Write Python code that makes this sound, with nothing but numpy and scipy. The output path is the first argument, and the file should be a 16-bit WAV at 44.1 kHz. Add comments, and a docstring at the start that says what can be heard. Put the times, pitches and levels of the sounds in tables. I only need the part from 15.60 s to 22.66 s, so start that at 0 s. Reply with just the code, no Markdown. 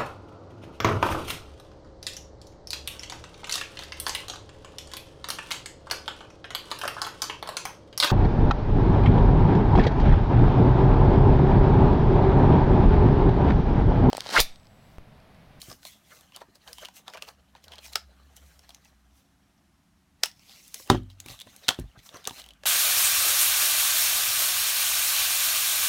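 """Hands work a toy out of a plastic tray on a cardboard back, close to a phone, above a cloth-covered table.
0-3.3 s: snaps (noise bursts ringing film and card) amid rubbing (gritty noise), loudest snap at 2.36 s;
a low drone (wavering sine) from outdoors swells at 0, 1.15 and 2.4 s, then sinks. 3.3-4.6 s: near rest.
From 4.6 s: hard snaps at 4.64, 5.30 and 6.09 s, bumps on the table (decaying modes), hardest at 6.20 s;
ticks and rubbing run to the end. Air noise throughout; a small room answers pack and hands."""
import sys
import numpy as np
from scipy import signal
from scipy.fft import rfft, irfft, next_fast_len
from scipy.io import wavfile
from scipy.ndimage import uniform_filter1d, map_coordinates

SR = 44100
rng = np.random.default_rng(int(sys.argv[2]) if len(sys.argv) > 2 else 0)


def volts_from_db(level):
    """Convert decibel levels to linear amplitude ratios."""
    exponent = np.asarray(level, float) / 20
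    return 10 ** exponent


def waveform_to_disk(signal):
    """Save audio, clipped to [-1, 1], as 16-bit WAV at the path in sys.argv[1]."""
    frames = np.transpose(np.atleast_2d(signal))
    scaled = np.clip(frames, -1, 1) * 32767
    samples = np.round(scaled).astype(np.int16)
    wavfile.write(sys.argv[1], SR, samples)


N = 311346

# Room and microphone noise spectrum: f/Hz, relative density/dB
AIR_SPECTRUM = [(15, -39.5), (25, -5.5), (53, -5), (74, -4), (108, -13), (208, -7.5), (238, -17),
                (280, -10.5), (321, -23), (349, -17.5), (422, -37.5), (553, -38), (651, -24.5),
                (12200, -40), (16500, -52.5)]
# Outdoor drone: t/s, f/Hz, relative level/dB
DRONE_PATH = [(0, 61, -49), (.3, 66, -83), (.9, 66.2, -88), (1.15, 66, -47.5), (1.4, 70.1, -84),
              (1.9, 69.1, -54.5), (2.4, 68.9, -50.5), (2.75, 66, -52.5), (3.1, 65, -57), (3.6, 62.3, -61),
              (4.2, 60.3, -74), (4.8, 60, -85), (7.06, 60, -60.5)]
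# Room decay: f/Hz, t60/s
ROOM_DECAY = [(200, 0.068), (1000, 0.2), (4000, .17), (12000, 0.16)]
# Table top modes: f/Hz, relative level/dB, t60 without hands/s
TABLETOP_MODES = [(48.4, -7, .55), (66, -12, .4), (97, -15, 1.1), (115, -3, .3), (161, -5, .25),
                  (205, -12, .3), (253, -1, .28), (314, -2, .2), (366, 0, .19), (450, -9, .13),
                  (576, -8, .14), (762, 0, .08), (858, -5, .08), (970, -3, .08), (1180, -2, .06),
                  (1320, -7, .06)]
# Pack against table: t/s, relative level/dB, contact/s, damping by hands/(dB/s)
PACK_BUMPS = [(0.084, -27, 0.0031, 246), (0.123, -40, 0.0016, 250), (0.886, -48, 0.0011, 300),
              (5.3009, -7.5, 0.000063, 17), (5.347, -20.5, 0.00042, 139), (5.66, -31, 0.0021, 251),
              (5.7, -23, 0.0039, 247), (5.868, -38, 0.0021, 285), (6.087, -25.5, 0.00043, 397),
              (6.189, -18, 0.0017, 396.5), (6.201, 2, 0.0086, 346), (6.241, -8.5, 0.0074, 394),
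              (6.375, -25, 0.0044, 395), (6.543, -39, 0.00095, 390), (6.676, -39.5, 0.00057, 500),
              (6.709, -35, 0.0015, 513)]
# Card resonances: f/Hz, width/Hz, relative level/dB
CARD_MODES = [(386, 140, -3.5), (640, 320, 4.5), (928, 520, 3.5), (1145, 260, 5), (1700, 420, -2)]
# Film resonances: f/Hz, width/Hz, relative level/dB
FILM_MODES = [(1944, 250, -2), (3000, 980, -0.5), (3560, 130, 3), (4010, 500, -1.5), (5710, 540, -3),
              (6170, 530, -4)]
# Friction hiss spectrum: f/Hz, relative density/dB
HISS_SPECTRUM = [(3530, -18.5), (6000, -4.5), (10400, -10), (11500, -8.5), (15200, -10), (16200, -19),
                 (16500, -49)]
# Friction of the holding hands: t/s, relative level on card/dB
HOLDING_GRIP = [(0, -71), (1, -70), (1.8, -74.5), (2.45, -70.5), (2.8, -67.5), (3.1, -69), (3.4, -75.5),
                (3.7, -76), (4.55, -82.5), (5.5, -73), (6.3, -72), (7.06, -74)]
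# Fingers scuffing card: peak t/s, length/s, relative level/dB
CARD_SCUFFS = [(.115, 0.11, -50.5), (.264, 0.074, -69), (.524, 0.067, -52), (.768, 0.085, -51),
               (.818, 0.018, -41), (.958, 0.047, -65.5), (1.083, 0.11, -50), (1.237, 0.091, -47.5),
               (1.367, 0.2, -66), (1.487, 0.14, -55.5), (1.557, 0.047, -45), (1.576, 0.075, -47),
               (1.626, 0.047, -46), (1.691, 0.072, -48.5), (1.961, .09, -59), (2.085, 0.077, -57.5),
               (2.112, 0.09, -53.5), (2.178, 0.075, -58.5), (2.255, 0.25, -61.5), (2.33, 0.083, -60),
               (4.634, .1, -58), (4.918, 0.27, -63.5), (5.148, 0.063, -57.5), (5.323, 0.1, -35),
               (5.715, 0.22, -54.5), (5.83, .15, -81), (5.95, .15, -62.5), (6.038, 0.23, -58.5),
               (6.127, 0.086, -46), (6.196, 0.18, -57.5), (6.361, 0.044, -56), (6.465, 0.081, -60.5),
               (6.555, 0.12, -50.5), (6.679, 0.047, -37.5), (6.79, 0.39, -57.5), (7.06, 0.13, -73)]
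# Fingers and hair over film: peak t/s, length/s, relative level/dB, singing patch f/Hz, hiss over film/dB
FILM_STROKES = [(.03, 0.19, -54, 3060, 2.5), (0.1, 0.16, -55, 5100, 4.5), (0.269, 0.15, -53.5, 4090, 3.5),
                (0.321, 0.19, -63, 3460, 2.5), (0.536, 0.35, -59, 1958, 0.5), (0.58, 0.43, -87, 6520, -5),
                (0.758, 0.11, -53.5, 2966, -11), (0.812, 0.043, -54, 1944, -10),
                (0.956, 0.036, -59.5, 4364, -0.5), (1.09, 0.14, -54.5, 4440, -2.5),
                (1.157, 0.25, -60, 2930, 1), (1.215, 0.16, -48, 3040, -7.5), (1.367, 0.083, -52.5, 6400, 3),
                (1.493, 0.17, -59.5, 3520, -7), (1.542, 0.058, -48, 1966, -27),
                (1.575, .06, -53, 3000, -20), (1.63, 0.059, -51, 2627, -5), (1.685, 0.072, -54, 2845, 0.5),
                (1.964, 0.061, -59, 3130, -26), (2.045, 0.062, -57, 2095, -5),
                (2.135, 0.11, -50, 3095, -29), (2.257, 0.15, -50, 2510, -1), (2.331, 0.033, -51.5, 4180, 5),
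                (2.768, 0.042, -54, 3067, -1), (2.873, 0.57, -68, 2132, 3), (3.098, 0.27, -65, 5500, -8),
                (3.26, .15, -65.5, 5950, -3), (3.575, 0.18, -70.5, 5646, 3), (4.666, .13, -63, 5430, 5.5),
                (4.943, 0.58, -55, 4786, -4.5), (5.059, .35, -66, 5990, 7.5), (5.196, 0.28, -51.5, 5240, 2),
                (5.318, .1, -38.5, 3174, -22), (5.516, 0.074, -61, 3126, -13),
                (5.599, 0.089, -65, 3800, -12), (5.711, 0.17, -47.5, 3600, -2), (5.82, 0.1, -61, 3240, -20),
                (5.889, 0.11, -59, 3585, -11.5), (5.959, 0.6, -60.5, 6550, -1.5),
                (6.044, .15, -50, 3780, -14.5), (6.121, .12, -60, 3130, -19.5),
                (6.19, 0.11, -57, 3495, -6.5), (6.293, 0.24, -68.5, 3000, -14),
                (6.39, 0.058, -59, 3560, -7), (6.464, 0.13, -56.5, 5640, 2.5), (6.563, 0.17, -55, 6230, -5),
                (6.661, 0.16, -54, 5000, -19), (6.742, 0.18, -56, 4090, 3), (6.789, 0.13, -49, 4000, -3),
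                (6.863, 0.14, -57, 3000, -16), (7.06, .1, -58, 2750, -4)]
# Buckling plastic: t/s, relative level/dB, ring f/Hz, card knock over ring/dB, treble over ring/dB
PLASTIC_SNAPS = [(.0174, -31.5, 4260, -32, -2), (.101, -34, 5120, -25, -18), (.1156, -32, 5200, -13, -19),
                 (.128, -35, 5200, -20, -20.5), (.231, -41, 1510, -17, -9.5), (.2523, -29, 3980, -6, -6),
                 (.61, -46.5, 3570, -6.5, 3), (.7217, -44.5, 2800, -5, -23), (.7627, -32.5, 4610, -14, -1),
                 (.7705, -38, 3570, -1, -11.5), (.8178, -44.5, 1800, 4.5, -27.5),
                 (.9555, -45, 4900, -27, -4.5), (1.0765, -33.5, 3050, -13, -29),
                 (1.1309, -29, 5200, -28, -4), (1.1836, -34, 3174, -4, -7), (1.2501, -28, 3010, -19, -11.5),
                 (1.2553, -28, 2980, -25, -23), (1.286, -36.5, 1520, 0.5, -18),
                 (1.4806, -26, 3600, -4.5, -32), (1.5001, -39.5, 5070, -2, -16.5),
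                 (1.5369, -34, 1970, -2, -34), (1.5467, -42.5, 4450, -15, -33.5),
                 (1.5787, -38, 2740, -8, -19), (1.6232, -22, 2770, -16, -21.5),
                 (1.688, -32.5, 4500, -18, -20), (1.9516, -42, 3800, 3.5, -30),
                 (2.0413, -42, 5400, -9.5, -4.5), (2.082, -36, 4130, -15.5, -15),
                 (2.1207, -37, 3120, -11, -19.5), (2.1357, -36, 3150, -6, -21),
                 (2.183, -35, 3200, -17, -27.5), (2.1884, -37, 4180, -4, -25.5),
                 (2.334, -29.5, 4090, -21.5, -15), (2.3569, -8.5, 5130, -8, -15),
                 (2.766, -44, 5700, -21, 5), (2.993, -41.5, 5450, -14, -6.5), (3.0927, -37.5, 4200, -5, -3),
                 (3.1053, -37.5, 3240, -12, -13), (3.147, -34, 6400, -33, -7.5),
                 (3.2488, -47.5, 6160, -31, -5), (4.6354, -4, 5360, -14.5, -15),
                 (4.6586, -28, 2840, -9.5, 2), (4.6656, -32, 2920, -17.5, -12),
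                 (4.715, -41, 5350, -30, -18.5), (4.7945, -45, 5500, -14, -15),
                 (4.8954, -39.5, 3530, -11, -10.5), (5.0795, -47, 9040, -26, 8),
                 (5.1435, -23, 6300, -27.5, -1), (5.199, -48.5, 2260, 8.5, -13.5),
                 (5.2753, -43.5, 2670, -2.5, 2), (5.301, -6.5, 3670, -3.5, -23),
                 (5.4335, -55, 3870, -11, -3.5), (5.5016, -41.5, 3960, -12, -12),
                 (5.5056, -49, 3000, -25, -5.5), (5.6023, -29, 6700, -40, -4.5),
                 (5.6614, -35, 2255, -9, -3), (5.6853, -31.5, 2680, -15, -4.5),
                 (5.791, -35.5, 3400, -36, -9.5), (5.8013, -35, 3300, -40, -2), (5.81, -31, 3360, -22, -15),
                 (5.8164, -32, 3630, -19, -4.5), (5.8709, -45.5, 2720, 4.5, -4),
                 (5.9638, -40, 6600, -23.5, 3.5), (6.0838, -8, 4010, -14.5, -21.5),
                 (6.0893, -4, 3200, -7, -23), (6.0988, -27, 3300, -16.5, -14.5),
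                 (6.1063, -18.5, 3170, -4, -21.5), (6.1451, -33.5, 3420, -11, -17.5),
                 (6.1892, -40.5, 2730, -4, -5.5), (6.1976, -42.5, 11700, -4.5, 7),
                 (6.4911, -33, 3530, -13, -20), (6.5448, -39.5, 1496, -0.5, -6),
                 (6.643, -37, 3530, -11, -7), (6.6532, -25.5, 3620, -27, -21),
                 (6.6741, -17, 6290, -5.5, -2), (6.695, -31.5, 3570, -29, -11.5),
                 (6.709, -34, 3000, 1.5, -3.5), (6.7982, -34, 7970, -19, -7),
                 (6.8182, -33.5, 3900, -26, -18), (6.841, -38, 2960, -28, -9),
                 (6.8626, -40.5, 3000, -10, -4), (6.8887, -38, 3340, -19, -5),
                 (6.9075, -37, 2994, -30, -21.5), (6.936, -46.5, 3280, -23, -5),
                 (7.0359, -33, 1670, -3.5, -27), (7.0569, -16.5, 2800, -4, -6.5)]


def unit(x):
    """Scale to rms 1 along time."""
    return x / np.sqrt(np.mean(x ** 2, axis=-1, keepdims=True) + 1e-20)


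def along(points, hz):
    """Interpolate (Hz, value) points on a log frequency axis."""
    f, v = np.transpose(points)
    return np.interp(np.log(hz + 1), np.log(f + 1), v)


def curves(rows):
    """One value per sample for each column after the time."""
    s, *cols = np.transpose(rows)
    return [np.interp(np.arange(N) / SR, s, c) for c in cols]


def wobble(knots_per_s):
    """Smooth random curve: a spline through random knots."""
    knots = rng.standard_normal(int(N * 200 / SR) + 4)
    return map_coordinates(knots, [np.arange(N) * knots_per_s / SR])


def filtered(x, response):
    """Filter x by a complex response of frequency."""
    m = next_fast_len(x.shape[-1] + 4096)
    return irfft(rfft(x, m) * response(np.fft.rfftfreq(m, 1 / SR)), m)[..., :x.shape[-1]]


def peak(f, hz, width_hz):
    """One causal resonance."""
    return 1j * f * width_hz / (hz * hz - f * f + 1j * f * width_hz)


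def body(modes):
    """Response of resonances side by side, alternating in sign."""
    return lambda f: sum((-1) ** k * volts_from_db(db) * peak(f, hz, w) for k, (hz, w, db) in enumerate(modes))


def treble(f):
    """Broad top end of thin film."""
    return peak(f, 9000, 7500) ** 2


def background():
    """Steady air noise is shaped white noise; the drone is a sine unsteady in level and pitch."""
    air_rms_db = -63.5
    hz, db = curves(DRONE_PATH)
    throb, waver = wobble(13), wobble(16)
    phase = 2 * np.pi * np.cumsum(hz + 4 * waver) / SR
    drone = volts_from_db(db + 4 * throb - 1) * np.sin(phase)
    air = unit(filtered(rng.standard_normal(N), lambda f: volts_from_db(along(AIR_SPECTRUM, f))))
    return drone + volts_from_db(air_rms_db) * air


def room(x):
    """Noise tail, each frequency dying at its own speed; a fresh tail every 0.25 s evens out its colour."""
    delay_samples = 130
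    out, hop = np.zeros(N + SR), SR // 4
    for start in range(0, N, hop):
        hz, t, z = signal.stft(rng.standard_normal(SR // 3), SR, nperseg=256)
        decay = volts_from_db(-60 * t / along(ROOM_DECAY, hz)[:, None])
        tail = signal.istft(z * decay, SR, nperseg=256)[1]
        wet = signal.fftconvolve(x[start:start + hop], tail / np.linalg.norm(tail))
        out[start + delay_samples:][:len(wet)] += wet
    return out[:N]


def bumps():
    """Each contact rings the table's modes; longer contact weakens the upper ones, a resting hand damps all."""
    out, t = np.zeros(N + SR), np.arange(SR // 2) / SR
    hz, level_db, t60_s = np.transpose(TABLETOP_MODES)[:, :, None]
    bloom = 1 - np.exp(-t / (0.011 * (50 / hz) ** 2))  # deepest modes build up late
    onset = 0.95 + 0.41 * np.exp(-t / .006)
    knot_s = np.arange(SR // 100) * 100 / SR
    for s, db, contact_s, damping_db_per_s in PACK_BUMPS:
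        strike = volts_from_db(rng.normal(0, 1.2, len(hz))) / (1 + (2 * hz[:, 0] * contact_s) ** 3)
        # cloth and pack blur the upper modes: random phase drift
        drift = np.cumsum(rng.standard_normal((len(hz), len(knot_s))), axis=1)
        blur = 0.00092 * hz * np.array([np.interp(t, knot_s, d - d[0]) for d in drift])
        decay = volts_from_db(level_db - t * (60 / t60_s + damping_db_per_s))
        modes = bloom * onset * decay * np.sin(2 * np.pi * hz * t + blur)
        out[round(s * SR):][:len(t)] += volts_from_db(db - 8) * strike @ modes
    return out[:N]


def swells(s, length_s, db):
    """Gain of strokes that swell to a peak and fade; their powers add."""
    rise_share, edge_db, roundness = 0.43, 21.5, 1.15  # share before peak, drop at ends, bend of flanks
    t = np.arange(0, N / SR + .01, .002)
    before = (s[:, None] - t) / rise_share
    after = (t - s[:, None]) / (1 - rise_share)
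    u = np.maximum(before, after) / length_s[:, None]
    gain = np.sqrt(np.sum(volts_from_db(db[:, None] - edge_db * u ** roundness) ** 2, axis=0))
    return np.interp(np.arange(N) / SR, t, gain)


def gritty(spread_db, patchy_db, sing_db=0):
    """Friction: noise samples now and then catch hard; patches sing, most where the finger pulls."""
    slips = rng.standard_normal(N) * volts_from_db(spread_db * np.minimum(rng.exponential(size=N), 6))
    f, t, z = signal.stft(slips, SR, nperseg=256)
    field = uniform_filter1d(rng.standard_normal(z.shape), size=2, axis=0)
    field = uniform_filter1d(field, size=9, axis=1)
    s, pull_hz = np.transpose(FILM_STROKES)[[0, 3]]
    patch_db = sing_db * np.exp(-(np.log(f[:, None] / pull_hz + 1e-9) / .09) ** 2)
    sing = np.array([np.interp(t, s, row) for row in patch_db])  # one patch fades into the next
    gain = volts_from_db(patchy_db * field / field.std() + sing)
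    return signal.istft(z * gain, nperseg=256)[1][:N]


def rubbing():
    """Skin and hair drag over card and film in uneven little jerks."""
    grip_film_db, grip_hiss_db = -2.5, -9  # re card
    s, length_s, db, _, hiss_db = np.transpose(FILM_STROKES)
    grip = volts_from_db(curves(HOLDING_GRIP)[0])
    jerk = wobble(60)
    card = unit(filtered(gritty(2.5, patchy_db=4.0), lambda f: body(CARD_MODES)(f) * peak(f, 680, 2200)))
    film = unit(filtered(gritty(4.0, patchy_db=4.0, sing_db=8.5), body(FILM_MODES)))
    hiss = unit(filtered(gritty(2.4, patchy_db=2.3), lambda f: volts_from_db(along(HISS_SPECTRUM, f))))
    card_gain = np.hypot(swells(*np.transpose(CARD_SCUFFS)), grip) * volts_from_db(1.6 * jerk + 1.3 * wobble(25))
    film_gain = np.hypot(swells(s, length_s, db), grip * volts_from_db(grip_film_db)) * volts_from_db(2.2 * jerk)
    hiss_gain = np.hypot(swells(s, length_s, db + hiss_db), grip * volts_from_db(grip_hiss_db)) * volts_from_db(0.43 * jerk)
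    return card * card_gain + film * film_gain + hiss * hiss_gain


def even(x):
    """Level the coarse spectrum of short noise bursts, so that chance gaps do not colour the snaps."""
    z = rfft(x)
    power = uniform_filter1d(np.abs(z) ** 2, size=36, axis=-1)
    return irfft(z / np.sqrt(np.abs(power) + 1e-12), x.shape[-1])


def burst_norm(x):
    """Scale each burst to a loudest 1 ms rms of 1."""
    return x / np.sqrt(uniform_filter1d(x ** 2, size=44, axis=1).max(axis=1, keepdims=True))


def ticks(count=110):
    """Rows of small random snaps, shed by the film strokes."""
    pick, when, size, pitch, knock, top = rng.random((count, 6)).T
    strokes = np.array(FILM_STROKES)[(pick * len(FILM_STROKES)).astype(int), :3]
    s, length_s, db = strokes.T
    off = when - .5
    tick_s = np.clip(s + 0.48 * off * length_s, 0, N / SR)
    tick_db = db + 8.5 - 25 * abs(off) - 3.5 * np.log(size)
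    tick_hz = 3600 * volts_from_db(9 * (pitch - .5))
    return np.transpose([tick_s, tick_db, tick_hz, -25 + 22 * knock, -22 + 18 * top])


def snaps():
    """Each buckle tears loose, peaks and dies: it rings its own patch of film and the card behind."""
    s, db, hz, knock_db, treble_db = np.transpose([*PLASTIC_SNAPS, *ticks()])[:, :, None]
    # harder snaps ring the card higher and steadier
    weak = np.clip(-(db + 5.5) / 25, 0, 1)
    scatter = np.exp(0.27 * weak * rng.standard_normal(s.shape))
    knock_hz = 778.3 * volts_from_db(.155 * (db + 37)) * scatter
    lead = 300  # samples ahead of the peak
    t = (np.arange(3000) - lead) / SR
    noise = rng.standard_normal((len(s), 3, len(t)))
    life_s = 0.0054 * volts_from_db(0.081 * (db + 40.0))  # bigger buckles last longer
    after = np.maximum(t, 0)
    rise = volts_from_db(60 * np.minimum(t, 0) / (.6 * life_s))
    chatter = -60 * after / (8 * life_s)  # dB, faint and slow
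    film_burst = rise * (volts_from_db(-60 * after / life_s) + volts_from_db(-19.5 + chatter))
    card_burst = rise * (volts_from_db(-60 * after / (0.96 * life_s)) + volts_from_db(-11.5 + chatter))
    broad = volts_from_db(0.28 * db - 4.5)  # big ones crack broadly
    ring = filtered(even(noise[:, 0] * film_burst),
                    lambda f: (peak(f, hz, 0.08 * hz) + broad) * peak(f, 3600, 5000) ** 2)
    fizz = filtered(even(noise[:, 1] * film_burst), treble)
    knock = filtered(even(noise[:, 2] * card_burst),
                     lambda f: (peak(f, knock_hz, 160) + 0.29 * body(CARD_MODES)(f)) * peak(f, 730, 1500))
    mix = burst_norm(ring) + volts_from_db(treble_db) * burst_norm(fizz) + volts_from_db(knock_db) * burst_norm(knock)
    rows = volts_from_db(db - 6.5) * mix
    at = np.round(s * SR).astype(int) + np.arange(len(t))
    return np.bincount(at.ravel(), rows.ravel(), N + len(t))[lead:N + lead]


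def scene():
    """Pack and hands close by, their room answer, table bumps and background."""
    pack = snaps() + rubbing()
    return (pack + bumps() + volts_from_db(-14.0) * room(pack) + background())[None]


def top_cut(x):
    """Nothing passes above the cut-off."""
    return signal.sosfilt(signal.butter(12, 16810, fs=SR, output="sos"), x)


def record(dry):
    """The small microphone drops the deepest bass; the hardest peaks are rounded off."""
    heard = filtered(dry, lambda f: (1j * f / (33 + 1j * f)) ** 4)
    heard = heard / (1 + np.abs(heard / .95) ** 6) ** (1 / 6)
    return top_cut(heard)


dry = scene()
out = record(dry)
waveform_to_disk(out)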